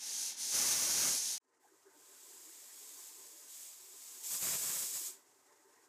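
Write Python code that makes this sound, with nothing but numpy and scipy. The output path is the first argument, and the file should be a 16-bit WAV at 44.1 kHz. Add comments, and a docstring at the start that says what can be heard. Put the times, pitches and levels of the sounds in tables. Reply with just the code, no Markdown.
"""A small pressure cooker on a gas ring, heard close by in a tiled kitchen corner.
First burst: filtered noise hisses through the gap under the weight valve, a broad jet roars when the weight
lifts, and noise-rung resonances simmer below. It breaks off into a short silence. Simmer, gas flame and faint
hum fade back in; a thin leak and short puffs of steam build up to a second burst, then the simmer is left.
"""
import sys
import numpy as np
from scipy import signal
from scipy.fft import rfft, irfft
from scipy.io import wavfile

SR = 44100
rng = np.random.default_rng(int(sys.argv[2]) if len(sys.argv) > 2 else 0)


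def dump_mix(stems):
    """Bounce the given channels to the path in sys.argv[1] as a 16-bit WAV at rate SR."""
    frames = np.atleast_2d(stems).T  # one column per channel
    limited = np.clip(frames, -1, 1)  # hard clip at full scale
    pcm = np.round(limited * 32767).astype(np.int16)
    wavfile.write(sys.argv[1], SR, pcm)


N = 259431
TIME_S = np.arange(N) / SR
FREQS_HZ = np.maximum(np.fft.rfftfreq(N, 1 / SR), 1)

# Gas flame colour. Each row: frequency in Hz, relative level in dB.
FLAME_COLOUR = [(50, -29), (100, -14), (180, -16.5), (300, -18), (760, 0), (1050, -2.5), (1380, -8),
                (1950, -10), (2400, -11.5), (3000, -12.5), (3500, -15.5), (7000, -4), (15000, -24)]
# Pot resonances rung by boiling water. Each row: frequency in Hz, nominal width in Hz, relative level in dB.
POT_RESONANCES = [(268.7, 34, -8.5), (316, 19, -7.5), (382.4, 66, 0.5), (461.5, 48, -3.5),
                  (585.3, 14, -5.5), (899, 45, -4.5), (1030, 73, -1.5), (1260, 70, -7), (1556, 160, -4),
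                  (1890, 290, -3.5)]
# Loudest bubbles. Each row: centre in seconds, mean pitch in Hz, peak before any fade in dB,
# Gaussian half-length in seconds.
LOUD_BUBBLES = [(1.653, 806, -60, 0.019), (1.875, 385, -59.5, 0.019), (1.973, 298, -66.5, 0.019),
                (2.107, 386.7, -67, .022), (2.486, 335, -66.5, .03), (2.826, 415, -66.5, .022),
                (2.936, 295, -71, .025), (3.196, 403, -67, 0.02), (3.357, 322, -70, 0.022),
                (3.902, 369, -72.5, 0.0387), (5.113, 382, -64, 0.024), (5.664, 390, -64.5, 0.025),
                (5.831, 385, -71, .029)]
# The simmer eases briefly. Each row: centre in seconds, Gaussian half-length in seconds.
SIMMER_LULLS = [(1.8, 0.03), (3.552, 0.078), (3.733, 0.11), (4.034, 0.084), (5.313, 0.1)]
# Steam through the gap under the seated weight.
# Each row: start in seconds, length in seconds, flow in dB, attack time constant in seconds.
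GAP_VENTS = [(-0.02, 0.31, -40, 0.084), (0.361, 0.98, -38.5, 0.039), (1.594, 4.27, -76, 0.014),
             (1.89, 2.57, -58, 0.24), (2.176, 1.13, -63, .045), (2.71, 0.38, -57, 0.073),
             (3.466, .215, -53.8, 0.034), (3.69, 0.32, -66, 0.024), (3.936, 0.42, -54.3, 0.07),
             (4.227, 0.85, -43.5, 0.014)]
# The weight hops off its seat.
# Each row: start in seconds, length in seconds, added hiss flow in dB, roar drive in dB.
WEIGHT_LIFTS = [(0.516, 0.2, -35, -49), (0.691, 0.29, -37.5, -50), (0.969, 0.11, -35.5, -48),
                (1.067, 0.094, -37, -55), (4.294, 0.063, -41, -58), (4.395, 0.16, -39.5, -52.5),
                (4.57, 0.265, -42, -57), (4.653, 0.038, -50, -54.5), (4.924, 0.031, -41, -58)]
# Free jet colour. Each row: frequency in Hz, relative level in dB.
JET_COLOUR = [(20, -34.5), (45, -14), (80, 0), (125, 2.5), (300, 3), (1100, 2), (2500, 2.5), (6000, -5),
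              (15000, -2)]
# Hiss colour per burst, the weight sitting differently on its seat; the skirt is its weak low end.
# Each row: frequency in Hz, relative level in dB.
FIRST_LOW_SKIRT = [(25, -51), (70, -39.5), (110, -25.5), (155, -39.5), (225, -15.5), (320, -25.5),
                   (520, -31.5), (820, -17.5), (1130, -27)]
FIRST_GAP_COLOUR = [(1700, -19), (2900, -15.5), (4000, -9), (5200, -4), (6200, .5), (6750, -0.5),
                    (7650, -8), (8400, -6.5), (9200, -8), (10500, -8.5), (11600, -13), (13200, -22),
                    (15300, -24)]
SECOND_LOW_SKIRT = [(25, -31), (175, -47), (250, -22), (400, -35), (700, -20.5), (1300, -21)]
SECOND_GAP_COLOUR = [(1500, -22), (2400, -16), (2800, -17), (3500, -12.5), (4200, -13), (5000, -8.5),
                     (5800, -8.5), (6800, -2), (7900, -1), (8650, -4.5), (9300, -9), (10300, -6),
                     (13200, -4), (15300, -10.5)]
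# Echoes from lid, hob and tiles per burst. Each row: delay in seconds, linear gain.
FIRST_REFLECTIONS = [(.00185, .12), (.00338, .17), (.00505, .1), (.00612, .12), (.0074, .13)]
SECOND_REFLECTIONS = [(.0018, .12), (.00505, .1), (.00595, .14), (.00752, .09), (.0091, .07)]

BREAK_S, SILENCE_S, FADE_IN_S = 1.38, 0.021, 0.48
BREAK_DECAY_S = 0.00078
TOP_HZ = 15500
VENT_RELEASE_S = 0.037  # the gap closes
LIFT_ATTACK_S, LIFT_RELEASE_S = 0.016, 0.028  # the weight rises and settles
FULL_FLOW_DB = -42.5  # flow of a fully open gap
BOIL_RISE_DB, BOIL_LAG_S = 4.5, 0.16
LULL_DEPTH_DB = -6


def undb(db):
    """Decibels to linear gain."""
    return 10 ** (np.asarray(db) / 20)


def noise(colour, band_hz):
    """Gaussian noise shaped by a (Hz, dB) colour, rms 1 inside the band."""
    hz, db = np.transpose(colour)
    gain = undb(np.interp(np.log(FREQS_HZ), np.log(hz), db))
    spectrum = rfft(rng.standard_normal(N)) * gain
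    inside = (FREQS_HZ > band_hz[0]) & (FREQS_HZ < band_hz[1])
    return irfft(spectrum, N) / irfft(spectrum * inside, N).std()


def walk(rate_hz):
    """Smooth random wander, low-passed near rate_hz; standard deviation 1."""
    wander = irfft(rfft(rng.standard_normal(N)) * np.exp(-(FREQS_HZ / rate_hz) ** 2), N)
    return wander / wander.std()


def swell(start_s, length_s, attack_s, release_s):
    """Gain that rises exponentially towards 1, then dies away after the length."""
    age_s = np.maximum(TIME_S - start_s, 0)
    rise = 1 - np.exp(-age_s / attack_s)
    fall = np.exp(-np.maximum(age_s - length_s, 0) / release_s)
    return rise * fall


def echo(x, reflections):
    """Near hard surfaces comb the sound with short echoes."""
    delayed = [gain * np.pad(x, (round(delay_s * SR), 0))[:N] for delay_s, gain in reflections]
    return x + sum(delayed)


def kitchen(x, t60_s, wet_db):
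    """Tiled walls add a short, exponentially decaying noise tail."""
    age_s = TIME_S[:SR // 2]
    decay = np.exp(-np.log(1000) * age_s / t60_s)
    tail = rng.standard_normal(len(age_s)) * decay * (age_s > .008)
    return x + undb(wet_db) * signal.fftconvolve(x, tail / np.linalg.norm(tail))[:N]


def hum(hz, level_db):
    """Faint kitchen hum: a sine wavering in pitch and level."""
    pitch_hz = hz + 2 * walk(16.0)
    return undb(level_db + 2 * walk(10)) * np.sin(2 * np.pi * np.cumsum(pitch_hz) / SR)


def flame(level_db, flicker_db):
    """Soft rush of the burner: coloured noise with a quick level flicker."""
    return noise(FLAME_COLOUR, (30, 15000)) * undb(level_db + flicker_db * walk(40))


def vigour(flow):
    """Boil strength in dB: escaping steam lowers the pressure, so water boils harder a moment later."""
    keep = np.exp(-1 / (BOIL_LAG_S * SR))
    opening = np.minimum(flow / undb(FULL_FLOW_DB), 1) ** .5
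    relief = signal.lfilter([1 - keep], [1, -keep], opening)
    lull = sum(np.exp(-((TIME_S - s) / length_s) ** 2) for s, length_s in SIMMER_LULLS)
    return BOIL_RISE_DB * relief + LULL_DEPTH_DB * lull


def boil(vigour_db, level_db, churn_db):
    """Noise rings each pot resonance, all churning independently; larger bubbles are short sine pulses."""
    out = 0
    for hz, width_hz, db in POT_RESONANCES:
        detune = (FREQS_HZ / hz - hz / FREQS_HZ) * hz / (1.4 * width_hz)
        ring = irfft(rfft(rng.standard_normal(N)) / (1 + 1j * detune) ** 2, N)
        gain = undb(level_db + vigour_db + db + churn_db * walk(16))
        out = out + ring / ring.std() * gain
    wobble = 0.048 * walk(120)
    for s, hz, db, length_s in LOUD_BUBBLES:
        age = (TIME_S - s) / length_s
        near = np.abs(age) < 4
        pitch_hz = hz * (1 + wobble[near])
        tone = np.sin(2 * np.pi * np.cumsum(pitch_hz) / SR)
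        out[near] += undb(db) * np.exp(-age[near] ** 2) * tone
    return out


def valve(since_s, until_s):
    """Hiss flow and roar drive of vents and lifts starting in the interval; powers add."""
    flow, roar = np.zeros(N), np.zeros(N)
    for start_s, length_s, db, attack_s in GAP_VENTS:
        if since_s <= start_s < until_s:
            vent = swell(start_s, length_s, attack_s, VENT_RELEASE_S)
            flow = np.hypot(flow, undb(db) * vent)
    for start_s, length_s, hiss_db, roar_db in WEIGHT_LIFTS:
        if since_s <= start_s < until_s:
            lift = swell(start_s, length_s, LIFT_ATTACK_S, LIFT_RELEASE_S)
            flow = np.hypot(flow, undb(hiss_db) * lift)
            roar = np.hypot(roar, undb(roar_db) * lift)
    return flow, roar


def jet(roar, gain_db, buffet_db):
    """The lifted weight frees a broad jet: coloured noise with a buffeting level."""
    return noise(JET_COLOUR, (80, 2500)) * roar * undb(gain_db + buffet_db * walk(67))


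def hiss(flow, colour, band_hz, top_hz, top_db, body_db, brighten, thin, flutter_db, body_hz=4000):
    """Steam squeezed through the valve gap: flow tilts its noise colour; it flutters as the weight trembles."""
    opening_db = 20 * np.log10(np.maximum(flow / undb(FULL_FLOW_DB), .1))
    steam = rfft(noise(colour, band_hz))
    fine = 1 / (1 + (top_hz / FREQS_HZ) ** 12)
    coarse = 1 / (1 + (FREQS_HZ / body_hz) ** 6)
    body = irfft(steam * coarse, N)
    core = irfft(steam * (1 - coarse - fine), N)
    top = irfft(steam * fine, N)
    # per dB of flow, fine eddies gain 'brighten' dB and coarse ones lose 'thin' dB against the gap's resonance
    top_gain = undb(top_db + brighten * opening_db)
    body_gain = undb(body_db - thin * opening_db)
    mix = body_gain * body + core + top_gain * top / top.std()
    return mix * flow * undb(flutter_db * walk(70))


def scene():
    """Two bursts over the simmering pot, parted by a sudden silence; both channels equal."""
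    first_flow, first_roar = valve(-np.inf, BREAK_S)
    second_flow, second_roar = valve(BREAK_S, np.inf)

    water = boil(vigour(first_flow + second_flow), level_db=-80.0, churn_db=3.5)
    stove = water + flame(level_db=-73.0, flicker_db=2.0) + hum(hz=119, level_db=-96.0)

    first_colour = np.vstack([FIRST_LOW_SKIRT, FIRST_GAP_COLOUR])
    first = hiss(first_flow, first_colour, (4000, 10000), top_hz=11600,
                 top_db=-13.5, body_db=1.5, brighten=0.15, thin=0.56, flutter_db=0.45)
    first = first + jet(first_roar, gain_db=1, buffet_db=1.0)
    first = kitchen(echo(first, FIRST_REFLECTIONS), t60_s=0.23, wet_db=-14.5)

    second_colour = np.vstack([SECOND_LOW_SKIRT, SECOND_GAP_COLOUR])
    second = hiss(second_flow, second_colour, (5000, 10000), top_hz=10000,
                  top_db=-4.5, body_db=-2.5, brighten=0.048, thin=0.31, flutter_db=.5)
    second = second + jet(second_roar, gain_db=0.5, buffet_db=2.0)
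    second = kitchen(echo(second, SECOND_REFLECTIONS), t60_s=0.18, wet_db=-14)

    since_break_s = TIME_S - BREAK_S
    before = np.exp(-np.maximum(since_break_s, 0) / BREAK_DECAY_S)
    fade_in = np.clip((since_break_s - SILENCE_S) / FADE_IN_S, 0, 1) ** 0.72
    mono = before * (first + stove) + second + fade_in * stove
    return np.array([mono, mono])


def record(dry):
    """A linear-phase low-pass cuts the top steeply."""
    low_pass = signal.firwin(1601, TOP_HZ, fs=SR)
    return signal.fftconvolve(dry, low_pass[None], mode="same", axes=1)


dry = scene()
out = record(dry)
dump_mix(out)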